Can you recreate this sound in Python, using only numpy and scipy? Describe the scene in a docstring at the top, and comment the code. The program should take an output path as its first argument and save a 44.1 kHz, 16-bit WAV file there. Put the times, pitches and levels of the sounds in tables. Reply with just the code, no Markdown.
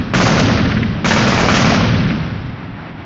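"""On an open road a heavy machine gun fires two bursts close by, over the last echoes of an earlier one.
Each round is a falling sweep under a noise crack, with a rolling tail of shaped noise from walls and vehicles.
Band-limited noise grains make the distinct slaps of a few far walls and some louder single echoes.
Engines idle behind as a fluttering noise rumble, and a limiter presses the bursts flat."""
import sys
import numpy as np
from scipy import signal
from scipy.fft import rfft, irfft, next_fast_len
from scipy.io import wavfile
from scipy.ndimage import uniform_filter1d, minimum_filter1d, map_coordinates

SR = 44100
rng = np.random.default_rng(int(sys.argv[2]) if len(sys.argv) > 2 else 0)


def store_pcm(level_fs):
    """Save levels as 16-bit WAV."""
    pcm = np.round(np.clip(level_fs, -1, 1) * 32767).astype(np.int16)
    wavfile.write(sys.argv[1], SR, np.atleast_2d(pcm).T)


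N = 134505

# Rounds fired: (time [s], echo level [dB], bright wall's slap offset [dB],
# tilt [dB per octave well above TILT_HZ], direct blast over echo level [dB])
ROUNDS = [(.1360, 10.5, -7, 0.2, -7.5), (.2012, 7.5, -9, 1, 0), (.2566, 1, -3.4, 1.84, -2.5),
          (.3109, 7.5, 2, -1.6, -2), (.3681, 8, -4, 0, -4.5), (1.0448, 7.5, -3, 0.87, -5.5),
          (1.1077, 3, 4.5, 1.5, 4), (1.1622, 5, 3, -0.3, 2.5), (1.2147, 2, -10, -0.9, 0.5),
          (1.2683, 2, -1, 1.24, -1), (1.3214, 2, -10.5, 0.4, 5), (1.3771, 6, -3, 0.45, 0.5),
          (1.4326, 7.5, -4, -0.85, 1.5), (1.4853, 8, -9, 1.23, 1.5), (1.5409, 6.5, -15.5, 2, 1.5),
          (1.5938, 6, -7, -0.4, 2), (1.6448, 6, -4, -0.16, 6)]
# Colour of the muzzle crack: (frequency [Hz], level [dB])
CRACK_COLOUR = [(300, -12.5), (700, -2), (1300, 1), (2300, -2.5), (3500, -12), (7000, -27)]
# Near surfaces that repeat the blast: (delay [s], level [dB])
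NEAR_SURFACES = [(.0088, -3), (.017, -11.5), (.028, -7.5), (.040, -11)]
# Colour of the rolling echoes: (frequency [Hz], relative level [dB])
ROLL_COLOUR = [(15, -47), (25, -16.5), (60, -7.5), (110, 1.5), (170, 1.5), (240, 1.5), (330, -9), (600, -6),
               (880, -13.5), (1150, -11.5), (2000, -17), (4000, -22.5), (6200, -21), (7500, -16.5),
               (9800, -60), (16500, -120)]
# Main decay of the roll: (frequency [Hz], time to fall 60 dB [s])
ROLL_DECAY = [(60, 3.07), (200, 2.04), (600, 1.044), (1500, 1.444), (3500, 1.304), (5500, 0.9),
              (7000, 0.28)]
# Gathering of the roll, slowest at the top: (frequency [Hz], rise time constant [s])
ROLL_GATHER = [(200, 0.01), (1500, 0.0065), (3500, 0.0054), (6000, 0.02)]
# Walls that slap back: (delay [s], level [dB], centre [Hz], resonance width [Hz], time to swell to peak [s])
FAR_WALLS = [(0.404, -19, 111.3, 57, 0.018), (0.445, -17, 201, 135, 0.016),
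             (0.072, -22.5, 650, 306, 0.0097), (.127, -21.5, 906, 1100, .006),
             (0.156, -24, 800, 900, 0.0047), (0.227, -19.5, 110, 70, 0.023),
             (0.289, -18.5, 210, 140, 0.011), (.52, -25, 192.5, 140, .015)]
# The wall whose slap varies by round: (delay [s], centre [Hz], resonance width [Hz], time to swell to peak [s])
VARYING_WALL = (.4545, 1800, 2170, 0.0081)
# Single echoes that stand out: (time [s], level [dB], centre [Hz], resonance width [Hz], time to swell to peak [s])
STRONG_ECHOES = [(0, -10, 105, 70, .008), (.255, -8, 1150, 297, 0.0077), (0.496, -14.5, 1110, 1300, 0.0054),
                 (.595, -9.5, 125.2, 80, 0.021), (0.766, -7.5, 120.6, 80, 0.015),
                 (0.814, -10, 125, 80, .012), (1.718, -4.5, 671, 350, .008),
                 (1.805, -13, 1044, 500, 0.0057), (1.822, -6.5, 230, 130, .012),
                 (1.932, -8, 216, 130, .011), (2.045, -9, 119, 80, .013), (2.107, -13, 226, 130, 0.013),
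                 (2.166, -15.5, 210, 130, 0.0086)]
# Colour of idling engines and road noise: (frequency [Hz], relative level [dB])
ROAD_COLOUR = [(15, -60), (25, -27), (181, -15), (304, -9), (454, -24), (728, -17.5), (879, -19.5),
               (2370, -27), (5800, -50.5), (7000, -94), (9100, -127), (15400, -120)]
# Microphone response: (frequency [Hz], gain [dB])
MIC_RESPONSE = [(25, -4), (200, -3), (5000, -0.3), (6500, -0.5), (7600, -15.5)]

LEAD_S = 1  # room ahead of the start for the earlier burst
TILT_HZ = 400
SAME_PATHS = 0.36  # share of the roll's energy that every round repeats
EARLIER_END_S, EARLIER_GAP_S = -0.455, 0.055
EARLIER_DB, EARLIER_SLAP_DB = 3.5, -12.5
BLAST_FROM_HZ, BLAST_TO_HZ = 2700, 160
BLAST_FALL_S, BLAST_RISE_S = 0.00065, 0.0006  # time constants of the pitch fall and level rise
BLAST_T60_S, BLAST_DB = 0.055, -2
CRACK_T60_S, CRACK_DB, CRACK_RISE_S = 0.039, -6.5, 0.0013
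ROLL_DB, ROLL_PATCHY_DB = -14, 2.5
ROLL_GRAIN_DB = 2.5  # rattle shared by all frequencies above TILT_HZ
LATE_DB, LATE_SLOWER = -16.5, 2.02  # a weak decay from farther away, this many times slower
BRIGHT_WALL_DB = -21
SLAP_ROUGH_DB, SLAP_GRAIN_S = 2.5, 0.0015  # an uneven wall breaks its slap into grains
ROAD_DB, ROAD_FLUTTER_DB = -30.5, 1.5
LIMIT_DB, LIMIT_HOLD_S, LIMIT_SMOOTH_S, KNEE = 0.5, 0.0094, 0.022, 1.57
CLIP_TOP, CLIP_HARD = 1.2, 4
TOP_HZ = 7660


def gun():
    """Fires all rounds; their rolls partly repeat, since the surroundings stay the same."""
    out = np.zeros(N + (LEAD_S + 2) * SR)
    earlier = [(EARLIER_END_S - EARLIER_GAP_S * k, EARLIER_DB, EARLIER_SLAP_DB, 0, 0) for k in range(6)]
    lasting = roll()
    for time, echo_db, slap_db, tilt_db, blast_db in earlier + list(ROUNDS):
        fresh = roll()
        shot = np.sqrt(SAME_PATHS) * lasting + np.sqrt(1 - SAME_PATHS) * fresh
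        shot += slaps(slap_db)
        direct = muzzle()
        shot[:len(direct)] += amp(blast_db) * direct
        shot = filtered(shot, lambda f: amp(echo_db + tilt_db * np.log2(1 + f / TILT_HZ)))
        out[round((time + LEAD_S) * SR):][:len(shot)] += shot
    return out[LEAD_S * SR:][:N]


def muzzle():
    """The blast arrives as a falling sweep under a short noise crack; near surfaces repeat it."""
    t = np.arange(SR // 20) / SR
    hz = BLAST_TO_HZ + (BLAST_FROM_HZ - BLAST_TO_HZ) * np.exp(-t / BLAST_FALL_S)
    sweep = np.sin(2 * np.pi * np.cumsum(hz) / SR)
    sweep *= (1 - np.exp(-t / BLAST_RISE_S)) * amp(BLAST_DB - 60 * t / BLAST_T60_S)
    crack = noise(len(t), lambda f: amp(along(CRACK_COLOUR, f)))
    crack *= (1 - np.exp(-t / CRACK_RISE_S)) * amp(CRACK_DB - 60 * t / CRACK_T60_S)
    blast = sweep + crack
    out = np.pad(blast, (0, SR // 5))
    for delay, db in NEAR_SURFACES:
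        out[round(delay * SR):][:len(t)] += amp(db) * blast
    return out


def roll():
    """Countless echoes of one round; each frequency gathers and dies at its own speed, in patches."""
    hz, t, z = signal.stft(rng.standard_normal(2 * SR), SR, nperseg=256)
    hz = hz[:, None]
    patches = uniform_filter1d(rng.standard_normal(z.shape), size=5, axis=0)
    patches = unit(uniform_filter1d(patches, size=6, axis=1))
    # separate reflections rattle the upper bands together
    rattle = rng.standard_normal(len(t)) * (hz > TILT_HZ)
    fall_db = -60 * t / along(ROLL_DECAY, hz)
    shape = amp(fall_db) + amp(LATE_DB + fall_db / LATE_SLOWER)
    shape *= 1 - np.exp(-t / along(ROLL_GATHER, hz))
    level = amp(ROLL_DB + ROLL_PATCHY_DB * patches + ROLL_GRAIN_DB * rattle)
    tail = signal.istft(z * shape * level, SR, nperseg=256)[1][:2 * SR]
    # even out the overall level of the colour curve
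    scale = np.sqrt(np.mean(amp(2 * along(ROLL_COLOUR, np.linspace(20, SR / 2, num=4000)))))
    coloured = filtered(tail, lambda f: amp(along(ROLL_COLOUR, f)) * (f > 20) / scale)
    onset = np.minimum(np.arange(2 * SR) / SR / along(ROLL_GATHER, 0), 1)
    return onset * coloured


def slaps(bright_db):
    """Each far wall returns one echo of the round after its own delay."""
    out = np.zeros(2 * SR)
    delay, *rest = VARYING_WALL
    for wall in FAR_WALLS + [(delay, BRIGHT_WALL_DB + bright_db, *rest)]:
        add_echo(out, *wall)
    return out


def loud_echoes():
    """The few echoes that stand out of the roll."""
    out = np.zeros(N)
    for echo in STRONG_ECHOES:
        add_echo(out, *echo)
    return out


def add_echo(out, time, db, centre_hz, width_hz, swell_s):
    """Adds an echo that reflection has smeared, roughened and narrowed to a band of noise."""
    t = np.arange(SR // 8) / SR

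    def resonance(f):
        damping = (f * width_hz) ** 2
        # squaring narrows the band further
        return (damping / ((centre_hz ** 2 - f ** 2) ** 2 + damping)) ** 2

    band = noise(len(t), resonance)
    grains = amp(SLAP_ROUGH_DB * map_coordinates(rng.standard_normal(len(t)), [t / SLAP_GRAIN_S]))
    shape = (t / swell_s * np.exp(1 - t / swell_s)) ** 2
    echo = unit(band * grains * shape) * np.sqrt(np.mean(shape ** 2))
    out[round(time * SR):][:len(t)] += amp(db) * echo


def road():
    """Idling engines and road blend into a noise rumble whose level flutters."""
    flutter = map_coordinates(rng.standard_normal(80), [np.arange(N) * 20 / SR])  # 20 random points per second
    rumble = noise(N, lambda hz: amp(along(ROAD_COLOUR, hz)) * (hz > 20))
    return amp(ROAD_DB + ROAD_FLUTTER_DB * flutter) * rumble


def amp(db):
    """Decibels to amplitude."""
    return 10 ** (np.asarray(db) / 20)


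def unit(x):
    """Scales to an rms of 1."""
    return x / np.sqrt(np.mean(x ** 2) + 1e-20)


def along(points, hz):
    """Reads a (frequency [Hz], value) curve on a log frequency axis."""
    f, v = np.transpose(points)
    return np.interp(np.log(hz + 1), np.log(f + 1), v)


def filtered(x, response):
    """Multiplies the spectrum by a response of frequency."""
    n = x.shape[-1]
    m = next_fast_len(n + 8192)
    spectrum = rfft(x, m) * response(np.fft.rfftfreq(m, 1 / SR))
    return irfft(spectrum, m)[..., :n]


def noise(n, response):
    """Coloured noise of rms 1."""
    return unit(filtered(rng.standard_normal(n), response))


def scene():
    """Gun in front, stray echoes around it, engines behind; one channel."""
    return (gun() + loud_echoes() + road())[None]


def record(dry):
    """Limiter, soft clipping, microphone colour and band limit."""
    hold = max(round(LIMIT_HOLD_S * SR), 3)
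    smooth = max(round(LIMIT_SMOOTH_S * SR), 3)
    peak = -minimum_filter1d(-np.abs(dry), size=hold, axis=1)
    gain = (1 + (peak / amp(LIMIT_DB)) ** KNEE) ** (-1 / KNEE)
    limited = dry * uniform_filter1d(gain, size=smooth, axis=1)
    clipped = limited / (1 + np.abs(limited / CLIP_TOP) ** CLIP_HARD) ** (1 / CLIP_HARD)
    return filtered(clipped, lambda hz: amp(along(MIC_RESPONSE, hz)) * (hz < TOP_HZ))


dry = scene()
out = record(dry)
store_pcm(out)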